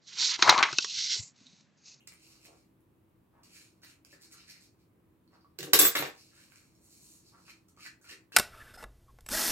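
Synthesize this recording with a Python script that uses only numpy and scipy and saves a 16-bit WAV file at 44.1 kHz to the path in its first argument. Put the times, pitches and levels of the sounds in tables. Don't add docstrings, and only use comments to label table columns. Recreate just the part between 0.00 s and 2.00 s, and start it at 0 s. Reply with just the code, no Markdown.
import sys
import numpy as np
from scipy import signal
from scipy.fft import rfft, irfft, next_fast_len
from scipy.io import wavfile
from scipy.ndimage import map_coordinates

SR = 44100
rng = np.random.default_rng(int(sys.argv[2]) if len(sys.argv) > 2 else 0)


def store_wav(level_fs):
    pcm = np.round(np.clip(np.atleast_2d(level_fs), -1, 1) * 32767)
    wavfile.write(sys.argv[1], SR, pcm.T.astype(np.int16))


N = 88200

# time in seconds, pitch in Hz, level of the hollow rustle in dB.
AIR_POCKET = [(.16, 1210, -73.5), (0.227, 950, -53), (.275, 1200, -76), (.35, 1100, -57.5),
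              (.38, 1000, -66), (0.481, 1110, -23.5), (0.561, 1000, -33), (.595, 1100, -26.5),
              (.66, 1150, -41.5), (.72, 1150, -60.5)]
# frequency in Hz, relative level in dB per Hz.
CRACK_COLOUR = [(500, -58), (2200, -35.5), (3300, -1.5), (4000, 4), (4800, -2.5), (5700, -3.5),
                (6800, -11.5), (7800, -27.5)]


def amp(db):
    return 10 ** (np.asarray(db) / 20)


def unit(x):
    return x / np.sqrt(np.mean(x ** 2) + 1e-20)


def along(points, hz):
    point_hz, value = np.transpose(points)
    return np.interp(np.log(hz + 1), np.log(point_hz + 1), value)


def level(rows):
    s, db = np.transpose(rows)
    t = np.arange(N) / SR
    outside = np.maximum(s[0] - t, 0) + np.maximum(t - s[-1], 0)
    return amp(np.interp(t, s, db) - 1500 * outside)


def wobble(rate):
    knots = rng.standard_normal(int(N * rate / SR) + 4)
    return map_coordinates(knots, [np.arange(N) * rate / SR])


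def filtered(x, response):
    size = next_fast_len(N + SR // 2)
    spectrum = rfft(x, size) * response(np.fft.rfftfreq(size, 1 / SR))
    return irfft(spectrum, size)[..., :N]


def causal(colour, size=2048):
    cepstrum = irfft(np.log(amp(along(colour, np.fft.rfftfreq(size, 1 / SR)))))
    cepstrum[1:size // 2] *= 2
    cepstrum[size // 2 + 1:] = 0
    h = irfft(np.exp(rfft(cepstrum)))
    return h / np.linalg.norm(h)


def add(out, s, sound, pan_db):
    gain = amp(np.array([[pan_db], [-pan_db]]) / 2)
    out[:, round(s * SR):][:, :len(sound)] += gain * sound


def friction(stroke, colour, slips_per_s, grain_db, size_db, judder_db, pan_db):
    happens = rng.random(N) < slips_per_s / SR
    sign = np.sign(rng.standard_normal(N))
    size = amp(size_db * np.minimum(rng.exponential(size=N), 4))
    slips = unit(happens * sign * size)
    force = rng.standard_normal(N) + amp(grain_db) * slips
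    sound = unit(signal.fftconvolve(force, causal(colour))[:N])
    grip_and_pan = amp(judder_db * wobble(110) + pan_db * np.array([[.5], [-.5]]))
    return sound * level(stroke) * grip_and_pan


def shiver(fade, band):
    clicks_per_s, first_impulse = 4000, 5.5
    happens = rng.random(len(fade)) < clicks_per_s / SR
    clicks = unit(happens * np.sign(rng.standard_normal(len(fade))))
    clicks[0] = first_impulse
    ring = signal.fftconvolve(clicks * fade, band)[:len(fade)]
    return ring * np.linalg.norm(fade) / np.linalg.norm(ring)


def pocket(s, t, detune):
    attack_s, t60_s = .001, .012
    times, pitch_hz, _ = np.transpose(AIR_POCKET)
    hz = np.interp(s, times, pitch_hz) * np.exp(detune)
    rise = 1 - np.exp(-t / attack_s)
    return np.sin(2 * np.pi * hz * t) * rise * amp(-60 * t / t60_s)


def room_tone():
    # frequency in Hz, relative level in dB per Hz.
    tone_colour = [(18, -63.5), (54, -33), (76, -14.5), (130, -1), (232, -4), (344, -12.5), (890, -21),
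                   (1790, -19.5), (7740, -33), (10100, -71)]
    noise = rng.standard_normal(N) + 0.74 * rng.standard_normal((2, N))
    return amp(-68.5) * unit(filtered(noise, lambda hz: amp(along(tone_colour, hz))))


def room(x):
    # frequency in Hz, time to fall by 60 dB in seconds.
    decay = [(150, 0.1), (1000, 0.032), (7000, 0.047)]
    hz, t, bands = signal.stft(rng.standard_normal((2, SR // 2)), SR, nperseg=256)
    fade = amp(-60 * t / along(decay, hz)[:, None])
    tail = signal.istft(bands * fade, SR, nperseg=256)[1]
    return signal.fftconvolve(x, tail / np.linalg.norm(tail[0]), axes=1)[:, :N]


def standing_waves(hz):
    # centre in Hz, width in Hz, boost in dB (a dip where negative).
    peaks = [(370, 50, 4), (635, 20, 4), (780, 20, 4), (897, 25, 5), (983, 20, 6), (1107, 20, 7),
             (1259, 30, 4), (1335, 25, 5), (1529, 25, 4), (2007, 25, 5), (2085, 35, 5), (2305, 30, 4),
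             (2600, 130, 3), (3300, 250, -3), (4250, 220, 3), (5620, 200, 3), (5980, 220, -4),
             (6380, 200, 3)]
    responses = []
    for centre, width, db in peaks:
        resonance = 1j * hz * width / (centre * centre - hz * hz + 1j * hz * width)
        responses.append(1 + (amp(db) - 1) * resonance)
    return np.prod(responses, axis=0)


def microphone_pair(hz):
    # frequency in Hz, left over right in dB.
    balance = [(60, 3), (130, 9), (180, 1.5), (260, 1), (380, 7.5), (1660, 7.5), (2410, -1.5), (3480, -5.5),
               (5040, 0.5)]
    return amp(np.array([[.5], [-.5]]) * along(balance, hz)) * standing_waves(hz)


def bumps():
    # peak time in seconds, level in dB, pitch in Hz, half length (to 1/e) in seconds.
    contacts = [(0.736, -49.5, 135.8, 0.0116), (0.985, -58, 114, 0.01), (1.166, -53.5, 415, 0.0028),
                (1.204, -41, 105.7, 0.01), (1.202, -49, 185, 0.00428), (1.24, -56, 126.5, 0.0054),
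                (1.416, -54, 232.8, 0.0046), (1.47, -61.5, 251, 0.018), (1.537, -60.5, 177, 0.008)]
    t = np.arange(N) / SR
    out = np.zeros(N)
    for s, db, hz, half in contacts:
        swell = np.exp(-((t - s) / half) ** 2)
        out += amp(db) * swell * np.cos(2 * np.pi * hz * (t - s))
    return out


def brushes():
    # time in seconds, level in dB.
    first, corner, last = [(1.34, -78.5), (1.365, -65.5), (1.42, -63), (1.54, -63.5), (1.61, -66),
                           (1.655, -75.5), (1.73, -91)], [(1.455, -76.5), (1.467, -51.5), (1.48, -62), (1.55, -77)], [(1.74, -86.5), (1.762, -86), (1.776, -73),
                                                         (1.826, -70.5), (1.868, -52), (1.944, -56),
                                                         (1.97, -68), (2.0, -70)]
    # frequency in Hz, relative level in dB per Hz.
    first_colour, corner_colour = [(900, -14.5), (1800, -14.5), (2200, -6), (3200, -8), (3700, 0.5),
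                                   (4300, -1.5), (5200, -1.5), (6500, -2), (7700, -11)], [(1000, -53), (3300, -17), (3800, 0.5), (4250, -10),
                                                         (5000, -24)]
    last_colour = [(1700, -22.5), (2550, -3.5), (3200, -11), (3700, -5), (4700, 2.5), (5800, 0),
                   (6500, 3.5), (7200, -5), (7800, -14.5)]
    return (friction(first, first_colour, slips_per_s=680, grain_db=-4, size_db=3.5,
                     judder_db=0.4, pan_db=-0.5)
            + friction(corner, corner_colour, slips_per_s=420, grain_db=1, size_db=9,
                       judder_db=1.5, pan_db=-1)
            + friction(last, last_colour, slips_per_s=1200, grain_db=-12.5, size_db=1,
                       judder_db=1.0, pan_db=0.0))


def ticks():
    # start in seconds, level in dB, stiffness as a factor on the pitches of modes and crack,
    # tilt of the modes in dB per octave, air pocket in dB, crack in dB, left over right in dB.
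    flicks = [(0.392, -39, 1.03, -2, 14.5, -7, -1.5), (0.7283, -33, 1.01, 1, 6, -4, -0.5),
              (.785, -23, 1, -1, -31.5, 10, 2), (0.8457, -34.5, 1.3, 2, 8, 6, -4)]
    # pitch in Hz, level in dB, time to fall by 60 dB in seconds.
    modes = [(352, -10, 0.02), (1290, -8, .02), (1430, 0, .022), (2644, 1.5, 0.027), (3740, 3, .012),
             (4900, -4.5, 0.013)]
    t60_s, ring_db = 0.019, 6.5
    out, t = np.zeros((2, N + SR)), np.arange(SR // 6) / SR
    fade = amp(-60 * t / t60_s)
    for s, db, stiffness, tilt_db, pocket_db, crack_db, pan_db in flicks:
        sheet = np.zeros(len(t))
        for hz, mode_db, mode_t60 in modes:
            gain = amp(mode_db + tilt_db * np.log2(hz / 2000) - 60 * t / mode_t60)
            sheet += gain * np.cos(2 * np.pi * hz * stiffness * t)
        ring = amp(ring_db) * shiver(fade, sheet)
        crack = shiver(fade, causal([(hz * stiffness, band_db) for hz, band_db in CRACK_COLOUR]))
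        tick = ring + amp(crack_db) * crack + amp(pocket_db) * pocket(s, t, 0)
        add(out, s, amp(db) * tick, pan_db)
    return out[:, :N]


def hollow():
    slips_per_s, scatter, size_db = 230, .14, 2
    out, t = np.zeros((2, N + SR)), np.arange(SR // 20) / SR
    count = N * slips_per_s // SR
    times = (np.arange(count) + rng.random(count)) / slips_per_s
    for s, (detune, size) in zip(times, rng.standard_normal((count, 2))):
        add(out, s, amp(size_db * size) * pocket(s, t, scatter * detune), pan_db=-1.0)
    return unit(out[:, :N]) * level([(s, db) for s, _, db in AIR_POCKET])


def snaps():
    # start in seconds, level in dB, low thud in dB, hollow pop in dB, bright crack in dB,
    # time to fall by 60 dB in seconds, left over right in dB.
    buckles = [(0.4225, -19.5, -20, -5.5, 2, 0.0069, -0.5), (0.4246, -18, -13, 0.5, 5.5, 0.031, -2),
               (0.4930, -15, -14, 9, 0, 0.014, -2), (0.4959, -17, -18.5, -3.5, 8.5, 0.031, 0.5),
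               (0.5022, -26, -12.5, -0.5, 8, 0.043, 0.5), (.579, -24.5, -14, -7.5, 7, 0.0075, -0.5),
               (0.5888, -31.5, -19, -2, 8.5, 0.028, -0.5), (0.6278, -7.5, -24, -2.5, -7.5, 0.004, -1),
               (0.6303, -16.5, -21.5, -12, -1.5, 0.014, -3.5), (0.6338, -19.5, -31, -4, -3.5, 0.031, -2),
               (0.652, -39, -14.5, 12, -7.5, 0.025, -5.5), (0.687, -42.5, -14, 11.5, -6.5, 0.03, -6)]
    # frequency in Hz, relative level in dB per Hz.
    thud, pop, flick = [(40, -51), (110, -13.5), (190, -7), (330, -0.5), (480, -6.5), (700, -15),
                        (1500, -39.5)], [(50, -59.5), (200, -38.5), (600, -20), (850, -5.5), (1100, -2),
                                      (1400, 0), (1750, -5.5), (2200, -12), (3000, -46)], [(200, -58), (900, -28), (1600, -11.5), (2100, 3),
                                                   (2700, -5), (3300, -2), (4500, -26.5)]
    tail_db, tail_t60_s = -22.5, 0.26
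    out, t = np.zeros((2, N + SR)), np.arange(SR // 6) / SR
    bands = [causal(colour) for colour in (thud, pop, flick, CRACK_COLOUR)]
    for s, db, thud_db, pop_db, crack_db, t60, pan_db in buckles:
        fade = amp(-60 * t / t60) + amp(tail_db - 60 * t / tail_t60_s)
        band_levels = (thud_db, pop_db, 0, crack_db)
        snap = sum(amp(band_db) * shiver(fade, band) for band, band_db in zip(bands, band_levels))
        add(out, s, amp(db) * snap, pan_db)
    return out[:, :N]


def bowing():
    # time in seconds, level in dB before the trim below.
    flexing = [(.375, -58.5), (.397, -42.5), (.415, -45.5), (.445, -33.5), (.485, -23), (.53, -23),
               (.558, -32.5), (.594, -25), (.615, -30.5), (.652, -35.5), (.692, -45.5), (.715, -48.5),
               (.755, -61)]
    # frequency in Hz, relative level in dB per Hz.
    colour = [(30, -40), (90, -19.5), (380, -10.5), (460, -10.5), (750, -2), (1150, -2), (1750, -4.5),
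              (2150, -1.5), (2650, -10.5), (3050, -13), (4300, -15), (6000, -27.5), (6800, -21),
              (7750, -28.5)]
    return amp(-3) * friction(flexing, colour, slips_per_s=700, grain_db=1.5, size_db=2.5,
                              judder_db=2.2, pan_db=-1.5)


def slides():
    # time in seconds, level in dB (the push before its trim below).
    push, rasp, skim = [(.02, -71.5), (.066, -61), (.076, -47), (.122, -52), (.134, -45.5), (.152, -47),
                        (.214, -24.5), (.265, -25.5), (.31, -30), (.36, -34), (.37, -51.5), (.385, -56.5)], [(.07, -69), (.09, -62), (.135, -50), (.15, -54), (.226, -37.5),
                                      (.27, -43), (.33, -36.5), (.36, -40), (.372, -56.5)], [(.375, -51), (.4, -41), (.46, -34.5), (.53, -35),
                                                    (.565, -38.5), (.612, -69), (.65, -46.5), (.735, -44.5),
                                                    (.825, -36), (.875, -41), (.915, -37), (.96, -43),
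                                                    (1.0, -68)]
    drag, settle = [(.92, -44), (.95, -37.5), (.985, -31), (1.06, -32.5), (1.092, -34.5), (1.11, -27.5),
                    (1.145, -28.5), (1.165, -36), (1.198, -39), (1.23, -83)], [(1.1, -63), (1.15, -42.5), (1.2, -41.5), (1.235, -43.5), (1.258, -50.5),
                                  (1.28, -47), (1.305, -58.5), (1.34, -79.5)]
    # frequency in Hz, relative level in dB per Hz.
    push_colour, rasp_colour, skim_colour = [(50, -53.5), (200, -30), (370, -21.5), (600, -50), (1500, -33),
                                             (2700, -19), (3700, 1), (4800, 2), (5700, -0.5), (7400, -7),
                                             (7800, -17.5)], [(650, -43), (900, -9.5), (1250, -13),
                                                                  (1420, -4.5), (1650, -5.5), (2300, 1),
                                                                  (2700, -1.5), (3400, 5), (4500, -25)], [(500, -58.5),
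                                                                                       (1000, -33.5),
                                                                                       (1800, -26.5),
                                                                                       (2250, -20.5),
                                                                                       (2600, -7.5),
                                                                                       (3700, -1),
                                                                                       (4500, -0.5),
                                                                                       (6400, -2.5),
                                                                                       (7750, -16.5)]
    drag_colour, settle_colour = [(150, -55), (350, -53), (700, -47.5), (978, -36), (1230, -37),
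                                  (1440, -20), (1870, -20.5), (2060, -8.5), (2490, -16.5), (3180, -4.5),
                                  (4360, -1), (5640, 0), (7740, -17)], [(700, -18.5), (1000, -15), (1600, -28),
                                                       (2100, -10.5), (3200, -11.5), (4700, -0.5),
                                                       (6200, -0.5), (7300, 8.5), (7900, -1)]
    return (amp(-1.5) * friction(push, push_colour, slips_per_s=820, grain_db=-9, size_db=5.5,
                                 judder_db=1.48, pan_db=-3.5)
            + friction(rasp, rasp_colour, slips_per_s=900, grain_db=-3.5, size_db=-0.5,
                       judder_db=2, pan_db=-2.5)
            + friction(skim, skim_colour, slips_per_s=960, grain_db=-9.5, size_db=4.0,
                       judder_db=1.5, pan_db=-0.5)
            + friction(drag, drag_colour, slips_per_s=1500, grain_db=-3.5, size_db=2,
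                       judder_db=0.98, pan_db=-2.0)
            + friction(settle, settle_colour, slips_per_s=1900, grain_db=-8, size_db=-0.5,
                       judder_db=2.0, pan_db=-1))


def scene():
    on_desk = slides() + brushes() + bowing() + hollow() + snaps() + ticks() + bumps()
    paper = filtered(on_desk, microphone_pair)
    return paper + amp(-17.5) * room(paper) + room_tone()


def record(dry):
    band_hz, full_scale, top_hz = 7900, .95, 18000
    narrow = filtered(dry, lambda hz: 1 / np.sqrt(1 + (hz / band_hz) ** 140))
    clipped = np.clip(narrow, -full_scale, full_scale)
    return filtered(clipped, lambda hz: hz < top_hz)


dry = scene()
out = record(dry)
store_wav(out)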